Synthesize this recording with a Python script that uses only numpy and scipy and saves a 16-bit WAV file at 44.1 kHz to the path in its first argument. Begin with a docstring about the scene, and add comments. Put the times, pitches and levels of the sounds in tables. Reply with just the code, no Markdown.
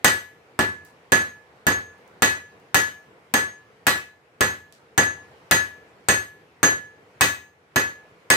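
"""Hammer and anvil in a smithy

A hand hammer strikes hot steel on an anvil about twice a second, heard close by in stereo.
Each blow is shaped noise for the crack, with decaying sine modes for anvil, hammer head and thud.
A small room answers with near echoes and a diffuse tail of decaying noise bands.
Short noise snaps mark flakes of scale or coal; the forge fire is a soft roar of random spectra."""
import sys
import numpy as np
from scipy import signal
from scipy.fft import rfft, irfft
from scipy.io import wavfile
from scipy.ndimage import uniform_filter1d

SR = 44100
rng = np.random.default_rng(int(sys.argv[2]) if len(sys.argv) > 2 else 0)


def waveform_to_disk(signal):
    """Save audio, clipped to [-1, 1], as 16-bit WAV at the path in sys.argv[1]."""
    frames = np.transpose(np.atleast_2d(signal))
    scaled = np.clip(frames, -1, 1) * 32767
    samples = np.round(scaled).astype(np.int16)
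    wavfile.write(sys.argv[1], SR, samples)


N = 368676

# hammer blows: (time [s], force [dB], hardness as crack tilt [dB/octave], hammer ring [dB],
#  main note [dB], its neighbours [dB], horn [dB], main note pan L-R [dB], thud [dB],
#  low ping [dB], high ping [dB])
BLOWS = [(0.0451, 0.5, 2.5, -19, -13.5, -8, -39.5, 9, -31, -16, -16.5),
         (0.591, -4, -0.16, -35.5, -19.5, -7, -42.5, 3.5, -29.5, -29, -30),
         (1.12, -2, 1.1, -19.5, -9.5, -7.5, -27.5, -1.5, -30, -24, -27),
         (1.6673, -4, 0.74, -21, -13, -8, -34.5, 2, -28, -29, -20.5),
         (2.2217, -1.5, 1.96, -19, -13, -6.5, -20.5, 5, -31, -25, -19),
         (2.7447, -1.5, 2.5, -22, -12, -7, -36.5, 7.5, -32, -29.5, -21),
         (3.3389, -3.5, 1.3, -20.5, -13.5, -9, -31, 5, -35, -20.5, -22),
         (3.8679, -2, 2.5, -32.5, -14.5, -12.5, -18.5, 5.5, -34.5, -25.5, -18),
         (4.4079, -3, 1.16, -25, -15, -12.5, -25, 1.5, -29, -23.5, -22),
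         (4.9781, -2, 0.75, -16.5, -10.5, -8, -29, 6, -29, -23.5, -22.5),
         (5.5114, -0.9, 2.2, -21.5, -12, -7, -23.5, 9.5, -28, -35, -17.5),
         (6.0859, -2.5, 1.76, -18, -15, -7, -23, 6, -28.5, -15.5, -24),
         (6.6301, -2, 0.83, -14, -16, -3.5, -40, 3.5, -31.5, -21, -19.5),
         (7.2095, -1, 3, -19.5, -15.5, -10.5, -13.5, 7.5, -29.5, -17.5, -32),
         (7.7595, -3.5, 1.17, -23.5, -15.5, -8.5, -22.5, 3.5, -33.5, -39, -20.5),
         (8.302, -0.8, 2.5, -19.5, -10.5, -6, -14, 6, -31.5, -14, -25)]
# ringing modes: (frequency [Hz], relative level [dB], decay by 60 dB [s], L-R level [dB], left lead [rad],
# polarity [+1 or -1], part [0 main note, 1 close lines beside it, 2 heel, 3 horn, 4 clang, 5 face])
ANVIL_MODES = [ (1709.8, 0, .35, 0, -1.7, 1, 0), (1712.9, -9, .45, -5, 2.1, -1, 1),
               (1715.6, -12, .41, -1, -1.1, -1, 1), (1719, -8, .26, 3, -.9, 1, 1),
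               (1930, 0, .22, -5, 1.5, 1, 2), (1938, -3, .27, -6, .9, -1, 2), (1951, -3, .22, 5, .6, -1, 2),
               (2556, -4, .12, 1, -.8, 1, 3), (1150, 4, .1, 2, 0, 1, 4), (1505, 5, .09, 1, 2.3, 1, 4),
               (3030, 0, .13, -1, 2.9, 1, 4), (3714, -2, .12, 0, -.8, 1, 4), (4015, -6, .2, 0, -2.8, 1, 4),
               (4290, -4, .12, -4, -1.1, 1, 4), (4882, -4, .12, 0, -1.6, 1, 4),
               (5973, -4, .17, -2, -1.5, 1, 4), (6173, -8, .32, -2, -.6, 1, 4),
               (7550, -6, .15, -1, -1.1, 1, 4), (8920, -6, .14, 5, -1, 1, 4),
               (10106, -13, .2, 7, 1.3, 1, 4), (7435, 3, .43, 6, 2.2, 1, 5),
               (10998, -11, .35, 0, -1.3, 1, 5), (11372, -9, .4, 8, .6, 1, 5),
               (11717, -3, .42, 10, 1.2, 1, 5), (12088, -3, .43, 7, -2.6, 1, 5),
               (13372, -2, .32, 6, -2, 1, 5), (13464, -9, .36, 5, .1, 1, 5),
               (14155, -9, .38, 14, -.2, 1, 5), (14731, -6, .33, 6, -2, 1, 5),
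               (15151, -8, .33, 1, -2, 1, 5)]
# random blow-to-blow spread of the modes, one entry per anvil part: (standard deviation [dB])
PART_SCATTER_DB = [.5, .5, 1.5, .5, 3, 4.5]
# share of the ringing sent to the room, one entry per anvil part: (level [dB])
PART_SEND_DB = [-30, -30, -7, -1, 0, -9]
# heel, clang and face: level = force + soft level [dB] + gain [dB per dB/octave] x hardness
SOFT_DB, HARD_GAIN_DB = [-20.5, -37.5, -46], [1.5, 4, 3]
# hammer head modes, damped by the handle: (nominal frequency [Hz], relative level [dB],
#  decay by 60 dB [s], L-R level [dB], left lead [rad], polarity [+1 or -1])
HEAD_MODES = [(6500, 0, .19, 3, -1.6, 1), (8340, 6, .03, 2, 0, 1), (11850, 0, .035, 7, 0, 1)]
# spectrum of the crack: (frequency [Hz], relative density [dB per Hz])
CRACK_SPECTRUM = [(60, -13), (150, 7), (300, 3), (700, -2), (1500, 1), (3000, -13), (5300, -17.5),
                  (8000, -16), (11000, -22.5), (15300, -20.5), (16500, -36)]
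# modes of stump and floor: (frequency [Hz], relative level [dB], decay by 60 dB [s])
STUMP_MODES = [(77.64, -2.5, 0.32), (87, -7, 0.6), (105, 0.26, 0.37), (119, -1, 0.22), (141.2, 3, 0.15),
               (175, 0.5, 0.25), (246, 2, 0.074), (291.6, -3, 0.29), (389, -3.5, 0.21)]
# reflections from near surfaces: (delay [s], left level [dB], right level [dB])
NEAR_ECHOES = [(.0079, -0.5, -1.5), (0.0117, -8, -6.5), (.021, -9.5, -19.5)]
# colour of the room: (frequency [Hz], relative level [dB])
ROOM_COLOUR = [(60, -11), (150, -5.5), (300, 5), (700, 3.8), (1500, 3.5), (3200, 8.5), (4500, 7.5),
               (6500, 4), (10000, 1), (16000, -2)]
# reverberation: (band centre [Hz], decay by 60 dB [s])
ROOM_DECAY = [(80, .5), (250, 0.32), (800, 0.3), (2000, 0.34), (4000, 0.31), (7500, 0.3), (11000, 0.28),
              (15000, 0.24)]
# left-right likeness of a diffuse field: (frequency [Hz], correlation [-1 to 1])
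LIKENESS = [(60, .75), (130, .93), (290, .9), (640, .7), (1400, -.1), (3100, .05), (15000, .05)]
# snaps of scale or coal: (time [s], level [dB], centre [Hz], tail over snap [dB], pan L-R [dB])
TICKS = [(.850, -30.5, 9000, 4.5, -9), (1.98, -45.5, 9160, 4, -2.5), (2.078, -37, 9250, -4.5, -6),
         (2.600, -44, 6980, -3, -6), (4.725, -29, 5460, 2, -10)]
# spectrum of the fire: (frequency [Hz], relative density [dB per Hz])
ROAR_SPECTRUM = [(15, -94.5), (25, -46.5), (48, -21), (135, -3.5), (238, -15.5), (321, -10.5), (378, -20),
                 (470, -2), (568, -20.5), (617, -9.5), (979, -9), (2210, -12.5), (3410, -21.5),
                 (14800, -40.5), (16500, -57.5)]
# resonances added to the roar: (frequency [Hz], width [Hz], relative level [dB])
FLUE_RESONANCES = [(430, 180, -13.5), (440, 450, -12)]
# course of the fire: (time [s], level [dB])
FIRE_LEVEL = [(0.32, -54.5), (1.73, -54.5), (1.82, -52.5), (4.03, -55.5), (4.12, -58.5), (5.02, -55),
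              (5.16, -50.5), (6.66, -55.5), (6.75, -55.5), (7.37, -53), (7.5, -60.5), (7.81, -56),
              (7.92, -53.5), (8.25, -54)]

CRACK_DB, CRACK_PAN_DB, ROOM_DB = 10.5, 4, 5  # crack over force, its pan L-R, room over crack
SNAP_DB = -8  # the clean first front of the blow, over the crunch
STEEL_RISE_S, HEAD_RISE_S, THUD_RISE_S = 0.0069, 0.00054, 0.0019  # time constants of the onset
THUD_PAN_DB, THUD_LEAD_RAD = -0.7, 0.32  # L-R level and left lead in phase
BAND_EDGE_HZ = 16000
T = np.arange(SR * 6 // 10) / SR  # time axis of one ringing sound [s]


def blow(walls, force_db, tilt_db, head_db, note_db, near_db, horn_db, note_pan_db, thud_db, *pings_db):
    """Impact excitation: a broadband crack sets steel, stump and room sounding together."""
    click = pulse(lambda hz: read(CRACK_SPECTRUM, hz) + tilt_db * np.log2((hz + 1) / 2000))
    size = gain_of(force_db + CRACK_DB)
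    crunch = size * burst(click, .016)

    # a hard blow stirs the lesser modes more
    heel_db, clang_db, face_db = force_db + np.array(SOFT_DB) + tilt_db * np.array(HARD_GAIN_DB)
    parts_db = [note_db, near_db, heel_db, horn_db, clang_db, face_db]
    steel, steel_to_room = anvil(note_pan_db, parts_db)
    head = hammer(head_db, *pings_db)
    low = thud(thud_db)

    out = head + steel + low
    add(out, 0, crunch * pan(CRACK_PAN_DB))
    add(out, 0, size * gain_of(SNAP_DB) * click * pan(CRACK_PAN_DB))
    add_near_echoes(out, crunch)
    ringing_to_room = steel_to_room + gain_of(-2.0) * head[:1] + gain_of(-8.0) * low[:1]
    crack_answer = size * gain_of(ROOM_DB) * in_room(click, walls)
    return out + in_room(ringing_to_room, walls) + crack_answer


def anvil(note_pan_db, parts_db):
    """Modal superposition: the anvil's parts ring at their own levels; close lines beside the main note make it
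    beat."""
    hz, mode_db, t60, side_db, lead, polarity, part = np.transpose(ANVIL_MODES)[:, :, None]
    part = part.astype(int)
    scatter_db = np.array(PART_SCATTER_DB)[part] * rng.standard_normal(mode_db.shape)
    level_db = mode_db + np.array(parts_db)[part] + scatter_db
    side_db = side_db + note_pan_db * (part < 2)  # only the main note and its neighbours move
    modes = ring(hz, level_db, t60, side_db, lead, polarity, STEEL_RISE_S)
    direct = modes.sum(1)
    to_room = (modes[:1] * gain_of(PART_SEND_DB)[part]).sum(1)
    return direct, to_room


def hammer(*modes_db):
    """Damped free vibration: the head's modes shift a little in pitch as the grip changes."""
    hz, mode_db, *rest = np.transpose(HEAD_MODES)[:, :, None]
    struck_hz = hz * (1 + 0.0011 * rng.standard_normal(hz.shape))
    level_db = np.array(modes_db)[:, None] + mode_db  # the ring and two short pings
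    return ring(struck_hz, level_db, *rest, HEAD_RISE_S).sum(1)


def pulse(colour_db):
    """Minimum phase: a spectrum's log gain fixes the phase of its causal click."""
    hz = abs(np.fft.fftfreq(2048, 1 / SR))
    log_gain = np.log(gain_of(np.maximum(colour_db(hz), -100)))
    phase = -signal.hilbert(log_gain).imag
    return unit(np.fft.ifft(np.exp(log_gain + 1j * phase)).real[None])


def burst(click, t60):
    """Convolution with decaying noise: the click smears into a crunch, different in each channel."""
    grains = rng.standard_normal((2, 2048)) * gain_of(-60 * T[:2048] / t60)
    return unit(signal.fftconvolve(grains, click))


def thud(db):
    """Low modal vibration: stump and floor shake in a few damped modes."""
    hz, mode_db, t60 = np.transpose(STUMP_MODES)[:, :, None]
    return ring(hz, db + mode_db, t60, THUD_PAN_DB, THUD_LEAD_RAD, 0.95, THUD_RISE_S).sum(1)


def ring(hz, db, t60, side_db, lead, polarity, rise_s):
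    """Exponential decay of sine modes, one row each, with a level and phase for each channel."""
    size = polarity * gain_of(db - 60 * T / t60) * (1 - np.exp(-T / rise_s))
    turn = 2 * np.pi * hz * T
    left = size * gain_of(side_db / 2) * np.sin(turn)
    right = size * gain_of(-side_db / 2) * np.sin(turn - lead)
    return np.array([left, right])


def add_near_echoes(out, crunch):
    """Early reflection: rough walls return the crunch late, with less treble."""
    dull = signal.lfilter(*signal.butter(1, 3500, fs=SR), crunch.mean(0))
    for late, left_db, right_db in NEAR_ECHOES:
        add(out, late, dull * gain_of([[left_db], [right_db]]))


def tick(walls, db, hz, tail_db, pan_db):
    """Brief release: a bright snap of about a millisecond excites the room."""
    click = pulse(lambda f: -4.0 * np.log2((f + 1) / hz) ** 2)
    out = gain_of(db + tail_db) * in_room(click, walls)
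    add(out, 0, gain_of(db) * burst(click, .003) * pan(pan_db))
    return out


def tail():
    """Diffuse reverberation: noise in overlapping bands, each decaying at its own rate."""
    hz = np.fft.rfftfreq(len(T), 1 / SR)
    noise = rfft(rng.standard_normal((2, len(T))))
    spectra = pair(noise, hz) * gain_of(read(ROOM_COLOUR, hz))
    centres = [centre for centre, _ in ROOM_DECAY]
    diffuse = 0
    for weights, (_, t60) in zip(np.eye(len(ROOM_DECAY)), ROOM_DECAY):
        window = read(list(zip(centres, weights)), hz)  # triangle around one centre
        diffuse = diffuse + irfft(spectra * window, len(T)) * gain_of(-60 * T / t60)

    # benches and tools throw the sound back in clumps, smoothing out with time
    lumps = uniform_filter1d(rng.standard_normal(len(T)), 90)
    lumpy = gain_of(3.5 * lumps / lumps.std() * np.exp(-T / .12))
    onset = 1 - np.exp(-(T / 0.0021) ** 2)
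    return unit(diffuse * lumpy * onset)


def in_room(x, walls):
    """Linear response: the mean of the channels convolved with the room's impulse response."""
    return signal.fftconvolve(x.mean(0)[None], walls)[:, :len(T)]


def fire():
    """Turbulent noise: random short-time spectra with flue resonances and drifting patches."""
    frames, hz = N // 256 + 5, np.fft.rfftfreq(1024, 1 / SR)
    a, b, c, d, patches = np.moveaxis(rng.standard_normal((frames, 513, 5)), 2, 0)
    patches = uniform_filter1d(uniform_filter1d(patches, 10, 0), 12, 1)  # over time, then frequency
    drift = gain_of(1.3 * patches / patches.std())
    flue = sum(gain_of(db) / (1 + (2 * (hz - f) / width) ** 2) for f, width, db in FLUE_RESONANCES)
    colour = gain_of(read(ROAR_SPECTRUM, hz)) + flue
    spectra = pair([a + 1j * b, c + 1j * d], hz) * colour * drift
    roar = signal.istft(spectra.transpose(0, 2, 1), nperseg=1024, noverlap=768)[1][:, :N]
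    s, db = np.transpose(FIRE_LEVEL)
    return roar / roar.std() * gain_of(np.interp(np.arange(N) / SR, s, db))


def pair(z, hz):
    """Spatial correlation: mixes two unrelated spectra to the likeness of a diffuse field."""
    same = np.clip(read(LIKENESS, hz), -1, 1)
    return np.array([z[0], same * z[0] + np.sqrt(1 - same ** 2) * z[1]])


def gain_of(db):
    """Logarithmic level: decibels to amplitude gain."""
    return 10 ** (np.asarray(db) / 20)


def read(points, hz):
    """Interpolation of (frequency [Hz], value) on a log-frequency axis."""
    f, value = np.transpose(points)
    return np.interp(np.log(hz + 1), np.log(f + 1), value)


def unit(x):
    """Energy normalisation: each channel scaled to energy 1 along time."""
    return x / np.sqrt((x ** 2).sum(-1, keepdims=True) + 1e-20)


def pan(db):
    """Intensity stereo: left and right gains for a level difference."""
    return gain_of([[db / 2], [-db / 2]])


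def add(mix, s, sound):
    """Superposition: sums a sound into the mix from time s."""
    part = mix[:, round(s * SR):][:, :sound.shape[1]]
    part += sound[:, :part.shape[1]]


def scene():
    """Superposition of blows, snaps and fire; each blow's room tail is part shared, part fresh noise."""
    mix, room = fire(), tail()
    kept = .5  # weight of the shared tail, in energy
    for s, *row in BLOWS:
        walls = np.sqrt(kept) * room + np.sqrt(1 - kept) * tail()
        add(mix, s, blow(walls, *row))
    for s, *row in TICKS:
        add(mix, s, tick(room, *row))
    return mix


def record(dry):
    """Transduction: the microphone drops deep bass, high peaks round off, then a band limit."""
    thin = signal.sosfilt(signal.butter(3, 65, "high", fs=SR, output="sos"), dry)
    soft = .95 * np.tanh((abs(thin) / .95) ** 2) ** .5 * np.sign(thin)
    band_limit = signal.firwin(151, BAND_EDGE_HZ, window=("kaiser", 11), fs=SR)
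    return signal.oaconvolve(soft, band_limit[None], "same")


dry = scene()
out = record(dry)
waveform_to_disk(out)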